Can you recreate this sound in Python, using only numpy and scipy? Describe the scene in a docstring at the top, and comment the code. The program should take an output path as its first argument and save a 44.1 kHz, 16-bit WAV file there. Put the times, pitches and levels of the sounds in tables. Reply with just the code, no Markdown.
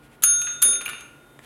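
"""A metal counter bell, pawed by a dog on a rug, close to one microphone in a quiet room.
The plunger clicks, the clapper strikes twice and the dome rings in a few pure modes.
The paw thumps down, then slips off, so that the bell rattles on its base; a faint tap follows.
Behind the bell are a short room tail, soft rustles, a low hum and a thin hiss."""
import sys
import numpy as np
from scipy import signal
from scipy.fft import rfft, irfft
from scipy.io import wavfile

SR = 44100
rng = np.random.default_rng(int(sys.argv[2]) if len(sys.argv) > 2 else 0)


def waveform_to_disk(signal):
    """Save audio, clipped to [-1, 1], as 16-bit WAV at the path in sys.argv[1]."""
    frames = np.transpose(np.atleast_2d(signal))
    scaled = np.clip(frames, -1, 1) * 32767
    samples = np.round(scaled).astype(np.int16)
    wavfile.write(sys.argv[1], SR, samples)


N = 63945

# modes of the dome: pitch_hz
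DOME_HZ = [1394.8, 1432.9, 3642.8, 6450, 9715.2, 13386, 6780, 9590, 13325, 13520, 13850]
# the same modes, the last five only brightening the attack: t60_s, blow_1_db, blow_2_db, slip_db
DOME_DECAYS_AND_LEVELS = [(2.3, -44.5, -41.5, -51), (2.02, -33, -37, -46.5), (1.35, -30.5, -33, -42),
                          (0.76, -11, -18.5, -37.5), (0.48, -11.5, -10, -34), (0.092, -17.5, -14, -35),
                          (.05, -13.5, -39.5, -52), (.045, -17, -36, -34), (.06, -22.5, -33.5, -46),
                          (.05, -21, -29, -42), (0.044, -15.5, -25, -46)]
# the clapper meets the dome, twice and then as the paw slips off: start_s
BLOWS = [.2364, .6238, .8556]
# the 3.6, 6.4 and 9.7 kHz partials swell and sink about their decay: time_s, gain_db
SWAY_LOW = [(.24, -5), (.42, -0.5), (.6, 4), (.69, 7.5), (.8, 3.5), (.86, -4), (.97, 1.5), (1.08, -16),
            (1.35, -2)]
SWAY_MID = [(.24, -1.5), (.26, -6.5), (.295, 2), (0.401, 4), (.45, 2), (.505, 8), (0.613, -2.5), (.7, 1),
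            (.755, 8), (.8, -2), (0.851, -8), (0.868, 5), (.885, -36), (.91, -6.5), (1.03, 4.5),
            (1.15, -12)]
SWAY_HIGH = [(.24, -1.5), (.335, 4), (.385, -6.5), (.46, 3), (.5, -8), (.53, 2), (.6, 0.5), (.63, 0),
             (.7, 4.5), (.75, 3), (.8, -4.5), (.86, -0.5), (1.08, 3.5), (1.15, 0.5)]

def dome():
    """Each blow restarts the modes of the dome, which die away at their own speeds."""
    rise_s, handover_s, lingering_db = .0004, .002, -60.5
    sways = {2: SWAY_LOW, 3: SWAY_MID, 4: SWAY_HIGH}
    out = np.zeros(N)
    for mode, (hz, (t60, *levels)) in enumerate(zip(DOME_HZ, DOME_DECAYS_AND_LEVELS)):
        level = amp(lingering_db) if mode == 1 else 0  # one low mode is already humming
        for start, db in zip(BLOWS, levels):
            age = since(start)
            rise = 1 - np.exp(-age / rise_s)
            level = level * np.exp(-age / handover_s) + rise * amp(db - 60 * age / t60)
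        if mode in sways:
            level *= gain_curve(sways[mode])
        out += level * sine(hz, since(0))
    return out


# contacts of plunger and clapper: start_s, level_db, decay_s
CLICKS = [(.2228, -27.5, 0.004), (.227, -29, 0.012), (.2346, -14.5, 0.0012), (.2366, -8.5, 0.0015),
          (.4155, -30, 0.0085), (.6183, -19, 0.0009), (.6215, -16.5, 0.0034), (.6239, -11.5, 0.0025),
          (.8155, -30, 0.0022), (.8556, -28, 0.0017), (.8893, -35.5, 0.0052), (.8953, -31.5, 0.0046),
          (1.008, -37, 0.0024)]
# their spectrum: frequency_hz, gain_db
CLICK_COLOUR = [(110, -48), (300, -27.5), (800, -30), (1400, 1.5), (2000, -16.5), (3200, -2.5), (5500, -15),
                (7200, 0.5), (8600, -7), (10800, 2), (12500, -5.5), (14000, -18.5), (16000, -28)]
# small metal parts ringing: start_s, pitch_hz, level_db
PINGS = [(0.223, 10000, -23.5), (0.2318, 10900, -16.5), (0.2347, 7580, -17.5), (0.2363, 7100, -28.5),
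         (0.3, 10950, -16.5), (0.449, 7560, -28.5), (0.6199, 7320, -13.5), (0.6253, 8840, -17.5)]

def mechanism(ping_t60_s=.011):
    """Plunger and clapper click, and their small parts ping as they touch."""
    out = knocks(CLICKS, CLICK_COLOUR)
    for start, hz, db in PINGS:
        age = since(start)
        out += amp(db - 60 * age / ping_t60_s) * np.sin(2 * np.pi * hz * age)
    return out


# the bell rocks on its base: start_s, level_db, decay_s
RATTLES = [(.239, -27.5, 0.0095), (.4165, -32, 0.0048), (.4684, -31.5, 0.015), (.626, -28, 0.014),
           (.7308, -36.5, 0.009), (.7537, -37.5, 0.01), (.8095, -34, 0.0077), (.8602, -32, 0.0033),
           (.8655, -25, 0.001), (.88, -28.5, 0.0027), (.8893, -29.5, 0.0096), (.8954, -33.5, 0.0026),
           (.908, -40, 0.0012), (.9323, -32, 0.0043), (.977, -51, 0.0018), (1.008, -41.5, 0.004)]
# spectrum of these contacts: frequency_hz, gain_db
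BASE_COLOUR = [(150, -23), (500, -27), (900, -24.5), (1400, 1.5), (1850, -10.5), (2450, -7), (2850, -7),
               (3700, -11), (5000, -28), (10000, -39.5), (16000, -48.5)]
# modes of the base: pitch_hz, gain_db, t60_s
BASE_MODES = [(1340, -16, .06), (1500, -15, .06), (2392, -6, .045), (2585, -8, .04), (2830, -9, .035)]
# the bell drops back: start_s, level_db
CLACKS = [(0.8599, -18), (0.8653, -26), (0.896, -39), (0.9305, -32)]

def base_rattle(clack_hz=(2392, 2770), clack_decay_s=.0019):
    """The rocking bell rattles, and knocks hollowly in two resonances of its base as it drops back."""
    out = knocks(RATTLES, BASE_COLOUR, BASE_MODES)
    for start, db in CLACKS:
        age = since(start)
        rounded_pulse = age / clack_decay_s * np.exp(1 - age / clack_decay_s)
        out += amp(db) * rounded_pulse * np.mean([sine(hz, age) for hz in clack_hz], axis=0)
    return out


# the paw comes down: start_s, level_db, decay_s
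THUMPS = [(.6503, -30, 0.011), (.683, -39.5, 0.021)]
# spectrum of the thump: frequency_hz, gain_db
THUMP_COLOUR = [(110, -50), (190, -33.5), (260, -4.5), (380, -0.5), (500, -1.5), (750, -18), (1500, -11.5),
                (4000, -29.5), (16000, -42.5)]
# its low resonances: pitch_hz, gain_db, t60_s
THUMP_MODES = [(236, -13, .2), (323, -11, .16), (464, -10, .22), (538, -18, .2)]

def paw():
    """The paw presses the bell into the rug with a dull thump."""
    return knocks(THUMPS, THUMP_COLOUR, THUMP_MODES)


# light contacts nearby: start_s, level_db, decay_s
TAPS = [(.8135, -33.5, 0.0078), (1.391, -32.5, 0.0014)]
# their spectrum: frequency_hz, gain_db
TAP_COLOUR = [(100, -28), (600, 11), (1000, 8), (2200, 14), (4000, -4.5), (8000, -2.5), (16000, -24)]

def taps():
    """Two faint taps near the microphone, with no ring of their own."""
    return knocks(TAPS, TAP_COLOUR)


# the dog's movements: peak_s, half_length_s, level_db
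RUSTLES = [(0.049, .025, -58), (.135, 0.029, -58), (1.445, .02, -51.5)]
# their spectrum: frequency_hz, gain_db
RUSTLE_COLOUR = [(200, -19), (1500, -16.5), (2900, -13.5), (5300, -28.5), (7500, -23.5), (11000, -24),
                 (16000, -38)]

def rustles():
    """The dog shifts on the rug in soft swells of friction noise."""
    swells = sum(amp(db) * np.exp(-((since(0) - peak) / half) ** 2) for peak, half, db in RUSTLES)
    return swells * noise(RUSTLE_COLOUR)


# low steady tones in the room: pitch_hz, level_db
HUM = [(139, -60), (234, -62.5), (292, -63.5)]
# course of the hiss: time_s, level_db
HISS_LEVEL = [(0, -98), (.9, -70), (1.45, -67)]
# spectra of the hiss and of the room's air: frequency_hz, gain_db
HISS_COLOUR = [(3000, -23.5), (7500, -4.5), (10800, -2), (13000, -7), (16000, -14.5)]
AIR_COLOUR = [(15, -53), (32, -30), (48, 2.5), (90, -10), (135, 2), (180, -8), (300, -1), (700, -8),
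              (1500, -13.5), (3000, -20), (5300, -31), (8000, -33), (10500, -25.5), (15500, -35.5)]

def room_tone(air_db=-54):
    """Behind the bell: a low hum, steady air and a faint hiss that grows towards the end."""
    hum = sum(amp(db) * sine(hz, since(0)) for hz, db in HUM)
    hiss = gain_curve(HISS_LEVEL) * noise(HISS_COLOUR)
    return hum + hiss + amp(air_db) * noise(AIR_COLOUR)


# reverberation of the room: frequency_hz, t60_s
ROOM_T60 = [(200, 1), (1500, 0.63), (3000, 0.62), (7000, .48), (11000, .42), (15000, 0.5)]

def room(direct, wet_db):
    """The direct sound reaches the microphone first, then a diffuse tail whose bass lasts longest."""
    hz, t, spectrum = signal.stft(rng.standard_normal(SR), SR, nperseg=256)
    decay = amp(-60 * t / at_frequency(ROOM_T60, hz)[:, None])
    tail = signal.istft(spectrum * decay, SR, nperseg=256)[1]
    tail *= np.clip(np.arange(len(tail)) / SR / .0024 - .5, 0, 1)  # reflections fade in
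    return direct + amp(wet_db) * signal.fftconvolve(direct, tail / np.linalg.norm(tail))[:N]


def knocks(events, colour, modes=(), rise_s=.00031):
    """Each contact is a short burst of dense vibration plus the ring of any modes of the body."""
    out = np.zeros(N)
    for start, db, decay in events:
        age = since(start)
        hit = noise(colour) * np.exp(-age / decay)
        for hz, mode_db, t60 in modes:
            hit += amp(mode_db - 60 * age / t60) * sine(hz, age)
        out += amp(db) * hit * np.minimum(age / rise_s, 1)
    return out


def amp(db):
    """Decibels to gain."""
    return 10 ** (np.asarray(db) / 20)


def since(start):
    """Seconds since start, zero before it."""
    return np.maximum(np.arange(N) / SR - start, 0)


def sine(hz, t):
    """A pure tone with a random phase."""
    return np.sin(2 * np.pi * (hz * t + rng.random()))


def gain_curve(points):
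    """Gain that follows decibel points through time."""
    return amp(np.interp(since(0), *np.transpose(points)))


def at_frequency(points, hz):
    """Reads a table along a log-frequency axis."""
    frequencies, values = np.transpose(points)
    return np.interp(np.log(hz + 1), np.log(frequencies + 1), values)


def noise(colour):
    """Steady noise with the given spectrum and an rms of one."""
    gain = amp(at_frequency(colour, np.fft.rfftfreq(N, 1 / SR)))
    x = irfft(rfft(rng.standard_normal(N)) * gain, N)
    return x / np.sqrt(np.mean(x ** 2) + 1e-20)


def scene():
    """Bell, paw and taps at the microphone, each with its own share of the room, in mono."""
    bell = room(dome(), wet_db=-22) + room(mechanism(), wet_db=-8) + room(base_rattle(), wet_db=-3.5)
    thumps_and_taps = room(paw(), wet_db=-2) + room(taps(), wet_db=-6.5)
    return (bell + thumps_and_taps + room_tone() + rustles())[None]


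def record(dry, cutoff_hz=16300):
    """The recorder's band limit takes off the highest treble."""
    lowpass = signal.firwin(511, cutoff_hz, window=("kaiser", 9), fs=SR)
    return signal.oaconvolve(dry, lowpass[None], "same")


dry = scene()
out = record(dry)
waveform_to_disk(out)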